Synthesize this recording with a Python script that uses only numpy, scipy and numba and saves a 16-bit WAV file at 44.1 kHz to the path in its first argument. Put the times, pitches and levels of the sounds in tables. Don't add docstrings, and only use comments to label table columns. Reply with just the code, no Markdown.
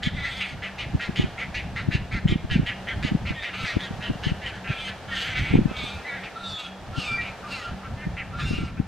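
import sys
import numpy as np
from scipy import signal
from scipy.fft import rfft, irfft
from scipy.io import wavfile
from scipy.ndimage import uniform_filter1d
from numba import njit

SR = 44100
rng = np.random.default_rng(int(sys.argv[2]) if len(sys.argv) > 2 else 0)


def dump_mix(stems):
    frames = np.atleast_2d(stems).T
    limited = np.clip(frames, -1, 1)
    pcm = np.round(limited * 32767).astype(np.int16)
    wavfile.write(sys.argv[1], SR, pcm)


N = 391166
T = np.arange(N) / SR


def undb(db):
    return 10 ** (np.asarray(db) / 20)


def level(x, db):
    return x * undb(db) / np.sqrt(np.mean(x ** 2))


def walk(rate):
    hold = int(SR / rate)
    steps = np.repeat(rng.standard_normal(N // hold + 1), hold)
    return 1.51 * uniform_filter1d(uniform_filter1d(steps, hold), hold)[:N]


@njit
def svf(x, hz, width):
    y, band, low = np.empty(len(x)), 0., 0.
    for i in range(len(x)):
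        g, damping = np.tan(np.pi * hz[i] / SR), width[i] / hz[i]
        v = (band + g * (x[i] - low)) / (1 + g * (g + damping))
        band, low = 2 * v - band, low + 2 * g * v
        y[i] = damping * v
    return y


def ring(x, hz, width_hz):
    centre, width = hz * np.ones(N), width_hz * np.ones(N)
    twice = svf(svf(x, centre, width), centre, width)
    return level(twice / np.sqrt(width), 0)


# (f/Hz, correlation 0-1)
LIKENESS = [(30, 0.96), (130, 0.96), (300, 0.68), (640, 0.95), (2000, 0.84), (6800, 0.28), (15000, 0.038)]


def airy(spectrum):
    f = np.log(np.fft.rfftfreq(N, 1 / SR) + 1)

    def read(table):
        hz, value = np.array(table).T
        return np.interp(f, np.log(hz), value)

    like, colour = np.clip(read(LIKENESS), 0, 1), undb(read(spectrum))
    mid = rfft(rng.standard_normal(N)) * colour * np.sqrt(1 + like)
    side = rfft(rng.standard_normal(N)) * colour * np.sqrt(1 - like)
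    return level(irfft(np.array([mid + side, mid - side]), N), 0)


# (f/Hz, relative level/dB per Hz)
HUM_COLOUR = [(140, -46), (230, -8.5), (375, -8), (768, -3.5), (1070, -11), (1630, -11), (1750, -10),
              (2010, -16), (2230, -16), (3280, -18.5), (5740, -26), (15000, -45)]
HUM_DB = -43


def hum():
    return airy(HUM_COLOUR) * undb(HUM_DB + 1.66 * walk(1.88))


DRONE_HZ, DRONE_DB = 190.4, -46
THROB_S, CREST_S = .2628, 6.2


def drone():
    tone = ring(rng.standard_normal(N), DRONE_HZ, 7.5)
    even = tone / np.sqrt(2 * uniform_filter1d(tone ** 2, size=900))
    throb = 1 + np.cos(2 * np.pi * (T - CREST_S) / THROB_S)
    return undb(DRONE_DB) * even * throb


# (t/s, left level/dB, right level/dB, f/Hz of the main swing)
EDDIES = [(0.073, -13.5, -12.5, 148), (0.951, -9.5, -7.5, 126), (1.094, -14, -16, 145),
          (1.199, -7, -6.5, 207), (1.245, -12, -8.5, 174), (1.889, -6, -14, 130), (1.954, -10.5, -11, 113),
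          (2.257, -6, -6.5, 133), (2.301, -14, -17, 126), (2.324, -9.5, -7.5, 190),
          (2.359, -15, -12.5, 170), (2.448, -14, -17, 128), (2.519, -15.5, -12, 121),
          (2.563, -7.5, -8.5, 169.6), (2.597, -13, -8.5, 146), (2.634, -15.5, -19.5, 160),
          (3.051, -14.5, -10.5, 200.4), (3.12, -12.5, -12, 153.3), (3.152, -8, -11, 175.3),
          (3.31, -16, -16, 189), (3.64, -19.5, -19.5, 130), (3.769, -7.5, -13.5, 257.6),
          (3.911, -21.5, -23, 167), (3.939, -26, -26, 119.4), (3.995, -27, -24.5, 173),
          (4.103, -10.5, -12, 227), (4.159, -24, -25, 147.6), (4.112, -17, -22, 148.1),
          (4.271, -9.5, -13.5, 177.8), (4.321, -10.5, -12, 153.8), (4.704, -13, -14, 124),
          (5.513, -14.5, -10, 104), (5.541, -4.5, -8.5, 240), (5.556, -2.5, -1.5, 243),
          (5.59, -3, -1.5, 226), (5.62, -10, -15, 197), (5.658, -8, -14.5, 178), (5.686, -25.5, -23, 151),
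          (5.715, -22, -17.5, 296), (5.842, -35, -20, 298.5), (6.985, -11.5, -19, 145),
          (8.072, -16, -17.5, 155.1), (8.51, -14, -15, 227), (8.537, -13, -15, 206),
          (8.587, -16, -16.5, 228), (8.636, -19.5, -18, 212), (8.801, -8, -14, 173.3)]
# (t/s, level/dB)
GUST_LEVEL = [(0.0, -38), (0.44, -44.5), (2.27, -38), (2.42, -37), (2.74, -39.5), (4.91, -46.5),
              (5.39, -40.5), (6.22, -49), (7.78, -46), (8.3, -38.5), (8.6, -35), (8.87, -44)]
# (f/Hz, relative level/dB per Hz)
RUMBLE_COLOUR = [(25, -1), (60, 12), (130, 10), (220, 2), (400, -13.5), (600, -29.5), (1000, -59),
                 (3000, -110)]
# (f/Hz, relative level/dB per Hz)
CHURN_COLOUR = [(40, 2.5), (150, 4.5), (350, -4.5), (520, -24), (1000, -76)]
PORT_LAG_S = 0.0013
PORT_LOW_HZ = 60.5


def wind():
    gust = undb(np.interp(T, *np.transpose(GUST_LEVEL)) + 2.5 + 4.0 * walk(25))
    thumps, churn, span = np.zeros((2, N)), np.zeros((2, N)), np.arange(-3000, 3000)
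    chance = rng.standard_normal((len(EDDIES), 3))
    for (s, left_db, right_db, hz), (turn, lag, late) in zip(EDDIES, chance):
        at = np.clip(int(s * SR) + span, 0, N - 1)
        for port, db in enumerate((left_db, right_db)):
            cycles = (span / SR - port * PORT_LAG_S * np.sign(late)) * hz
            bump = np.exp(-(cycles / 0.58) ** 2)
            swing = np.cos(2 * np.pi * cycles + np.pi * turn + port * 0.78 * lag)
            overtone = undb(-9.0) * np.cos(2 * np.pi * 1.68 * cycles + np.pi * lag)
            thumps[port, at] += undb(db) * bump * (swing + overtone)
            churn[port, at] += undb(db - 13.5) * np.exp(-np.abs(span) / SR / 0.012)
    leak = signal.butter(1, PORT_LOW_HZ, "high", fs=SR, output="sos")
    return signal.sosfilt(leak, thumps) + churn * airy(CHURN_COLOUR) + gust * airy(RUMBLE_COLOUR)


GROUND_LAG_S, GROUND_DB = .00582, -4
LEAVES_T60_S, LEAVES_DB = 0.43, -7.5
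LEAVES_TOP_HZ = 5150


def echoes(voice):
    lag = int(GROUND_LAG_S * SR)
    near = voice + undb(GROUND_DB) * np.concatenate([np.zeros(lag), voice[:-lag]])
    t = np.arange(SR // 2) / SR
    decay = undb(-60 * t / LEAVES_T60_S) * np.clip(t / 0.0033, 0, 1)
    mid, side = rng.standard_normal((2, len(t))) * decay
    tail = np.array([mid + 0.025 * side, mid - 0.25 * side])
    tail = signal.sosfilt(signal.butter(2, LEAVES_TOP_HZ, fs=SR, output="sos"), tail)
    tail = tail * undb(LEAVES_DB) / np.sqrt(np.sum(mid ** 2))
    return undb(-0.58) * near + signal.fftconvolve(voice[None], tail, axes=1)[:, :N]


@njit
def fire(hz, stretch, size, restart):
    pulses, phase, p, k = np.zeros(len(hz) + 1), np.empty(len(hz)), 0., 0
    for i in range(len(hz)):
        step = hz[i] * stretch[k] / SR
        p = np.floor(p + .6) if restart[i] > 0 else p + step
        if p >= 1:
            p, k = p - 1, k + 1
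            pulses[i] += size[k] * p / step
            pulses[i + 1] += size[k] * (1 - p / step)
        phase[i] = p
    return pulses[:-1], phase


def syrinx(hz, rough, restarts_s):
    length_chance, size_chance = np.clip(rng.standard_normal((2, N // 50)), -2, 2)
    stumble = 1 + .06 * rough * walk(90)
    restart = np.zeros(N)
    restart[(restarts_s * SR).astype(int)] = 1
    pulses, phase = fire(hz * stumble, 1 + .004 * length_chance, undb(1.3 * size_chance), restart)
    air = np.exp(-phase / .5) * rng.standard_normal(N)
    air_share = .55 * rough
    return np.sqrt(1 - air_share) * level(pulses, 0) + np.sqrt(air_share) * level(air, 0)


# (f/Hz, width f/Hz, relative level/dB before dulling)
RASP_RINGS = [(3410, 1840, 15), (6100, 600, 4.5), (7940, 800, 2), (10000, 2700, -4.5), (11900, 880, -13)]
WINDPIPE_HZ, WINDPIPE_WIDTH_HZ = 1327, 324


def tract(source, width_hz, throat_hz, beak_hz, rasp_hz, throat_db, beak_db, rasp_db, pipe_db, dull_db, spread):
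    def restless(x, hz, width):
        return undb(1.4 * walk(60)) * ring(x, hz * (1 + .028 * walk(30)), width)

    soft = signal.sosfilt(signal.butter(4, 4600, fs=SR, output="sos"), source)
    drift = 1 + .05 * walk(5)
    rattle = rng.standard_normal(N) * np.sqrt(np.abs(uniform_filter1d(source ** 2, size=70)))
    smeared = source + .7 * spread * rattle
    rasp = np.zeros(N)
    for k, (hz, width, db) in enumerate(RASP_RINGS):
        centre = hz * drift if k else rasp_hz
        rasp += undb(db - k * dull_db) * restless(smeared, centre, spread * width)
    rasp = level(rasp, -1.14)
    throat = undb(throat_db) * restless(soft, throat_hz, width_hz)
    beak = undb(beak_db) * restless(soft, beak_hz, width_hz)
    windpipe = undb(pipe_db) * restless(soft, WINDPIPE_HZ, spread * WINDPIPE_WIDTH_HZ)
    return throat - beak - windpipe + undb(rasp_db) * rasp


# (start t/s, rise t/s, fall t/s, crest f/Hz, glide in Hz/s, crest level/dB)
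WHISTLE_NOTES = [(0.182, 0.031, 0.046, 1980, 396, -25.5), (3.355, 0.031, 0.059, 1845, -1400, -35.5),
                 (3.365, 0.023, 0.046, 3700, -1500, -43.5), (3.44, 0.015, 0.023, 3600, -300, -46),
                 (3.565, 0.05, 0.049, 1333, -200, -39), (6.047, 0.011, 0.046, 1995, -900, -31.5),
                 (6.07, 0.025, 0.02, 2260, 0, -38), (4.65, 0.067, 0.094, 1697, -300, -48),
                 (5.11, 0.013, 0.053, 1852, -1500, -30.5), (5.82, 0.039, 0.047, 3610, -500, -44),
                 (6.353, 0.016, 0.014, 1323, 998, -33.5), (6.43, 0.033, 0.21, 3564, -1300, -38),
                 (6.51, 0.061, 0.018, 3684, -500, -36), (7.04, 0.028, 0.079, 3630, -2000, -42.5),
                 (7.075, 0.032, 0.042, 1358, -1200, -41.5), (7.435, 0.012, 0.038, 1180, 2500, -42),
                 (7.53, 0.018, 0.049, 4073, -1000, -42), (8.325, 0.018, 0.018, 1353, 500, -38.5),
                 (8.395, 0.012, 0.015, 1757, 500, -40), (8.395, 0.0392, 0.033, 3537, 2500, -39.5),
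                 (6.959, 0.056, 0.062, 2790, -5000, -37.5), (7.07, 0.086, 0.029, 2353, -220, -24.5),
                 (7.17, 0.022, 0.025, 1927, -2300, -31.5), (7.5, 0.042, 0.029, 2724, -1500, -35.5),
                 (7.555, 0.039, 0.045, 1996, -3700, -43), (7.61, 0.052, 0.033, 1382, -800, -39.5),
                 (8.445, 0.024, 0.067, 2770, -700, -39), (8.526, 0.026, 0.02, 2807, -300, -33.5)]
WHISTLE_RISE_DB, WHISTLE_FALL_DB = 9.5, 4


def whistles():
    out, waver = np.zeros(N), walk(60)
    for start, rise, fall, hz, glide, db in WHISTLE_NOTES:
        top, end = start + rise, start + rise + fall
        on = slice(int(start * SR), int(end * SR))
        t = T[on]
        pitch = (hz + glide * (t - top)) * (1 + 0.002 * waver[on])
        turn = 2 * np.pi * np.cumsum(pitch) / SR
        tone = np.sqrt(2) * (np.sin(turn) + undb(-25) * np.sin(2 * turn))
        swell_db = np.interp(t, (start, top, end), (-WHISTLE_RISE_DB, 0, -WHISTLE_FALL_DB))
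        gate = np.clip(np.minimum(t - start, end - t) / 0.0054, 0, 1)
        out[on] += tone * undb(db + swell_db) * gate
    return out


# (start level/dB, end level/dB)
THROAT_SHAPE, BEAK_SHAPE, RASP_SHAPE, PIPE_SHAPE = (19.6, 13), (27.4, 34), (35.5, 21), (2.6, 4.4)
SWELL_POWER = 1.41


def crest(age, at, length, db, shape, sag):
    before, after = np.clip(1 - age / at, 0, 2), np.clip((age - at) / (length - at), 0, 2)
    return db - sag * (shape[0] * before ** SWELL_POWER + shape[1] * after ** SWELL_POWER)


def fade(start, end, edge_s):
    return np.clip(np.minimum(T - start, end - T) / edge_s, 0, 1)


# (start t/s, length t/s, throat fullest after t/s, beak widest after t/s,
# first pulse f/Hz, last pulse f/Hz, throat first f/Hz, throat last f/Hz, beak first f/Hz, beak last f/Hz,
# lowest rasp ring f/Hz, throat level/dB, beak level/dB, rasp level/dB, windpipe level/dB,
# roughness 0-1, share of the usual swell and fade)
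SQUAWK_CALLS = [ (0.137, 0.4, 0.064, 0.19, 294.3, 245, 2150, 2040, 3750, 3170, 4130, -41, -40.5, -46.5, -50, 0.3, 0.26),
                (3.336, 0.22, 0.042, 0.038, 313.9, 276.3, 2270, 2240, 3580, 3500, 4100, -45.5, -46.5, -59, -62, 0.22, 0.28),
                (3.539, 0.24, 0.079, 0.08, 264.8, 234, 2560, 2380, 4015, 3720, 4400, -36.5, -48, -46, -45, 0.53, 0.34),
                (4.509, 0.078, 0.035, 0.044, 262, 238, 1757, 1445, 3170, 3100, 3940, -40.5, -49.5, -53, -61.5, 0.24, 0.63),
                (4.681, 0.22, 0.19, 0.22, 273, 258, 2610, 2220, 3430, 3000, 3850, -40, -40, -44.5, -48.5, 0.17, 0.35),
                (5.08, 0.32, 0.27, 0.13, 286.7, 251.4, 1817, 1907, 3270, 2875, 3980, -34, -34, -39.5, -44, 0.54, 0.58),
                (5.349, 0.23, 0.13, 0.053, 254.8, 231.9, 2130, 2440, 3480, 3380, 4054, -33, -45.5, -48.5, -48.5, 0.48, 0.24),
                (5.672, 0.35, 0.12, 0.18, 264.5, 234.2, 2390, 2450, 3340, 3520, 4000, -39, -40.5, -44, -46.5, 0.18, 0.83),
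                (6.045, 0.22, 0.032, 0.045, 292, 265.1, 2013, 1893, 3900, 3583, 3940, -40, -51.5, -76.5, -59, 0.32, 0.38),
                (6.353, 0.25, 0.086, 0.15, 289.5, 255.3, 2643, 2620, 3720, 3500, 4140, -53.5, -40.5, -42, -46, 0.02, 0.66),
                (6.583, 0.11, 0.023, 0.011, 249.5, 231.6, 2700, 2720, 3480, 3520, 3600, -43.5, -51.5, -46.5, -48.5, 0.3, 0.27),
                (6.927, 0.28, 0.064, 0.068, 271.4, 226.2, 2900, 2190, 4180, 3393, 4690, -38, -50, -40, -42, 0.32, 0.89),
                (7.431, 0.3, 0.11, 0.1, 305.1, 229.9, 2400, 2935, 3950, 4600, 4400, -40.5, -57, -44, -42, 0.4, 0.94),
                (7.966, 0.088, 0.088, 0.049, 292, 303.4, 1700, 1860, 2670, 2680, 3500, -36.5, -49, -61, -68, 0.16, 0.82),
                (8.317, 0.39, 0.25, 0.16, 291.8, 225.6, 2560, 2360, 3720, 4000, 4780, -42.5, -48, -45, -45.5, 0.4, 0.73)]
SAG_SHARE = .78
PIPE_CREST_S = 0.022


def squawks():
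    table = np.array(SQUAWK_CALLS)
    row = np.maximum(np.searchsorted(table[:, 0] - .01, T) - 1, 0)
    (start, length, full, wide, hz, hz_end, throat, throat_end, beak, beak_end, rasp,
     throat_db, beak_db, rasp_db, pipe_db, rough, sag) = table[row].T
    age, rough = T - start, np.clip(rough, 0, 1)
    hz = hz + (hz_end - hz) * np.clip(age / (SAG_SHARE * length), 0, 1)
    progress = np.clip(age / length, 0, 1)
    throat = throat + (throat_end - throat) * progress
    beak = beak + (beak_end - beak) * progress
    levels = (crest(age, full, length, throat_db, THROAT_SHAPE, sag),
              crest(age, wide, length, beak_db, BEAK_SHAPE, sag),
              crest(age, wide, length, rasp_db, RASP_SHAPE, sag),
              crest(age, PIPE_CREST_S, length, pipe_db, PIPE_SHAPE, sag))
    source = syrinx(hz, rough, table[:, 0])
    voice = tract(source, 330 + 1100 * rough, throat, beak, rasp, *levels,
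                  dull_db=0, spread=.55 + 1.2 * rough)
    return voice * sum(fade(s - .01, s + lasts + .01, .021) for s, lasts in table[:, :2])


# (t/s, length t/s, beak parted after t/s, windpipe level/dB, throat level/dB,
# beak level/dB, rasp level/dB, throat f/Hz, beak f/Hz)
KEK_CALLS = [(0.021, 0.069, 0.014, -47, -32.5, -32.5, -40, 2050, 3100),
             (0.24, 0.063, 0.0096, -49, -35.5, -40, -47.5, 1920, 2650),
             (0.403, 0.055, 0.004, -38, -33, -28, -46.5, 2150, 2710),
             (0.618, 0.076, 0.014, -38.5, -35, -39, -49.5, 2060, 2720),
             (0.778, 0.074, 0.0072, -40, -38, -34, -47.5, 2130, 2800),
             (0.993, 0.085, 0.017, -40, -37, -39, -44, 1880, 2620),
             (1.154, 0.097, 0.006, -43, -36.5, -37, -43.5, 2100, 2890),
             (1.375, 0.08, 0.016, -38.5, -35.5, -51, -49, 2100, 2720),
             (1.54, 0.071, 0.004, -44, -35, -33.5, -43.5, 2100, 2740),
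             (1.755, 0.072, 0.003, -36, -35.5, -46, -48.5, 1960, 2840),
             (1.906, 0.07, 0.017, -56, -35, -32, -42.5, 1864, 2824),
             (2.11, 0.084, 0.011, -38, -34, -41, -50, 2060, 2600),
             (2.27, 0.075, 0.01, -43, -35, -34, -45, 2130, 3110),
             (2.494, 0.077, 0.018, -53, -36, -32, -43.5, 1860, 2900),
             (2.655, 0.073, 0.01, -47, -33.5, -32.5, -46, 2000, 3070),
             (2.866, 0.074, 0.021, -47, -33, -36.5, -49.5, 1960, 3260),
             (3.022, 0.079, 0.007, -43, -37, -33.5, -42.5, 1942, 2729),
             (3.249, 0.081, 0.014, -43, -40.5, -37.5, -51.5, 1990, 2600),
             (3.42, 0.086, 0.0059, -45, -36, -39.5, -48, 2000, 2770),
             (3.639, 0.094, 0.01, -44, -35, -44, -44.5, 1850, 2600),
             (3.788, 0.092, 0.019, -49.5, -40, -37.5, -45, 1800, 3290),
             (4.002, 0.098, 0.025, -45, -40.5, -36, -50, 1770, 2910),
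             (4.228, 0.086, 0.0041, -43, -39, -34.5, -45, 1930, 2900),
             (4.413, 0.098, 0.05, -54, -39.5, -35, -47, 1900, 2950),
             (4.639, 0.11, 0.037, -44, -42, -34.5, -51.5, 1765, 2690),
             (4.87, 0.056, 0.0094, -45, -41, -38, -54, 1770, 2800),
             (5.113, 0.074, 0.045, -38.5, -51, -37, -46, 1810, 3270),
             (5.761, 0.079, 0.006, -50.5, -54, -40, -46.5, 2350, 3340),
             (6.227, 0.063, 0.0039, -44, -44, -39, -53, 1900, 2520),
             (7.203, 0.11, 0.01, -41, -44, -40, -53.5, 2230, 2760),
             (7.827, 0.055, 0.011, -35.5, -52, -52, -74, 2220, 2780),
             (8.165, 0.064, 0.004, -41, -38.5, -37.5, -64, 2130, 2700),
             (8.38, 0.069, 0.016, -35, -41.5, -38, -47, 1710, 2497),
             (8.767, 0.04, 0.0038, -44.5, -54, -48, -69.5, 1848, 2600)]
KEK_HZ, KEK_HZ_PER_DB, KEK_RASP_DB = 234.6, 2, -47
KEK_RISE_S, KEK_FADE_S, KEK_WIDTH_HZ = 0.0066, 0.039, 560
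OPEN_S, SHUT_BEAK_DB, SHUT_THROAT_DB = 0.0046, -9, -1
KEK_BEND, KEK_SLIDE = .09, .1


def keks():
    table = np.array(KEK_CALLS)
    row = np.maximum(np.searchsorted(table[:, 0], T) - 1, 0)
    s, length, opens, pipe_db, throat_db, beak_db, rasp_db, throat, beak = table[row].T
    age = np.clip((T - s) / length, 0, 1.3)
    burst = np.clip(np.minimum((T - s) / KEK_RISE_S, (s + length + 0.013 - T) / KEK_FADE_S), 0, 1)
    shut = np.clip((s + opens - T) / OPEN_S, 0, 1)
    arch = np.maximum(1.02 - 0.48 * (age - .45) ** 2, .5)
    chance = np.clip(rng.standard_normal((len(table), 4)), -2, 2)
    bend, throat_slide, beak_slide, rasp_shift = chance[row].T
    throat = throat * (1 + KEK_SLIDE * throat_slide * (age - .5)) * arch
    beak = beak * (1 + KEK_SLIDE * beak_slide * (age - .5)) * arch
    rasp = RASP_RINGS[0][0] * (1 + 0.062 * rasp_shift)
    hz = KEK_HZ + KEK_HZ_PER_DB * np.maximum(rasp_db - KEK_RASP_DB, -8)
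    hz = hz * (1.02 + KEK_BEND * bend * (age - .5) - .3 * (age - .35) ** 2)
    source = syrinx(hz, .4, table[:, 0] + table[:, 2])
    levels = (throat_db + SHUT_THROAT_DB * shut,
              beak_db - 3.5 + SHUT_BEAK_DB * shut,
              rasp_db + 6.0 - 5 * age + SHUT_BEAK_DB * shut,
              pipe_db - 7.5)
    return tract(source, KEK_WIDTH_HZ, throat, beak, rasp, *levels, dull_db=7.0, spread=0.98) * burst


def scene():
    chicks = keks() + squawks() + whistles()
    return echoes(chicks) + hum() + drone() + wind()


FULL_SCALE, TOP_HZ = .95, 15000


def record(dry):
    rounded = FULL_SCALE * np.tanh(dry / FULL_SCALE)
    return signal.sosfilt(signal.ellip(8, .2, 70, TOP_HZ, fs=SR, output="sos"), rounded)


dry = scene()
out = record(dry)
dump_mix(out)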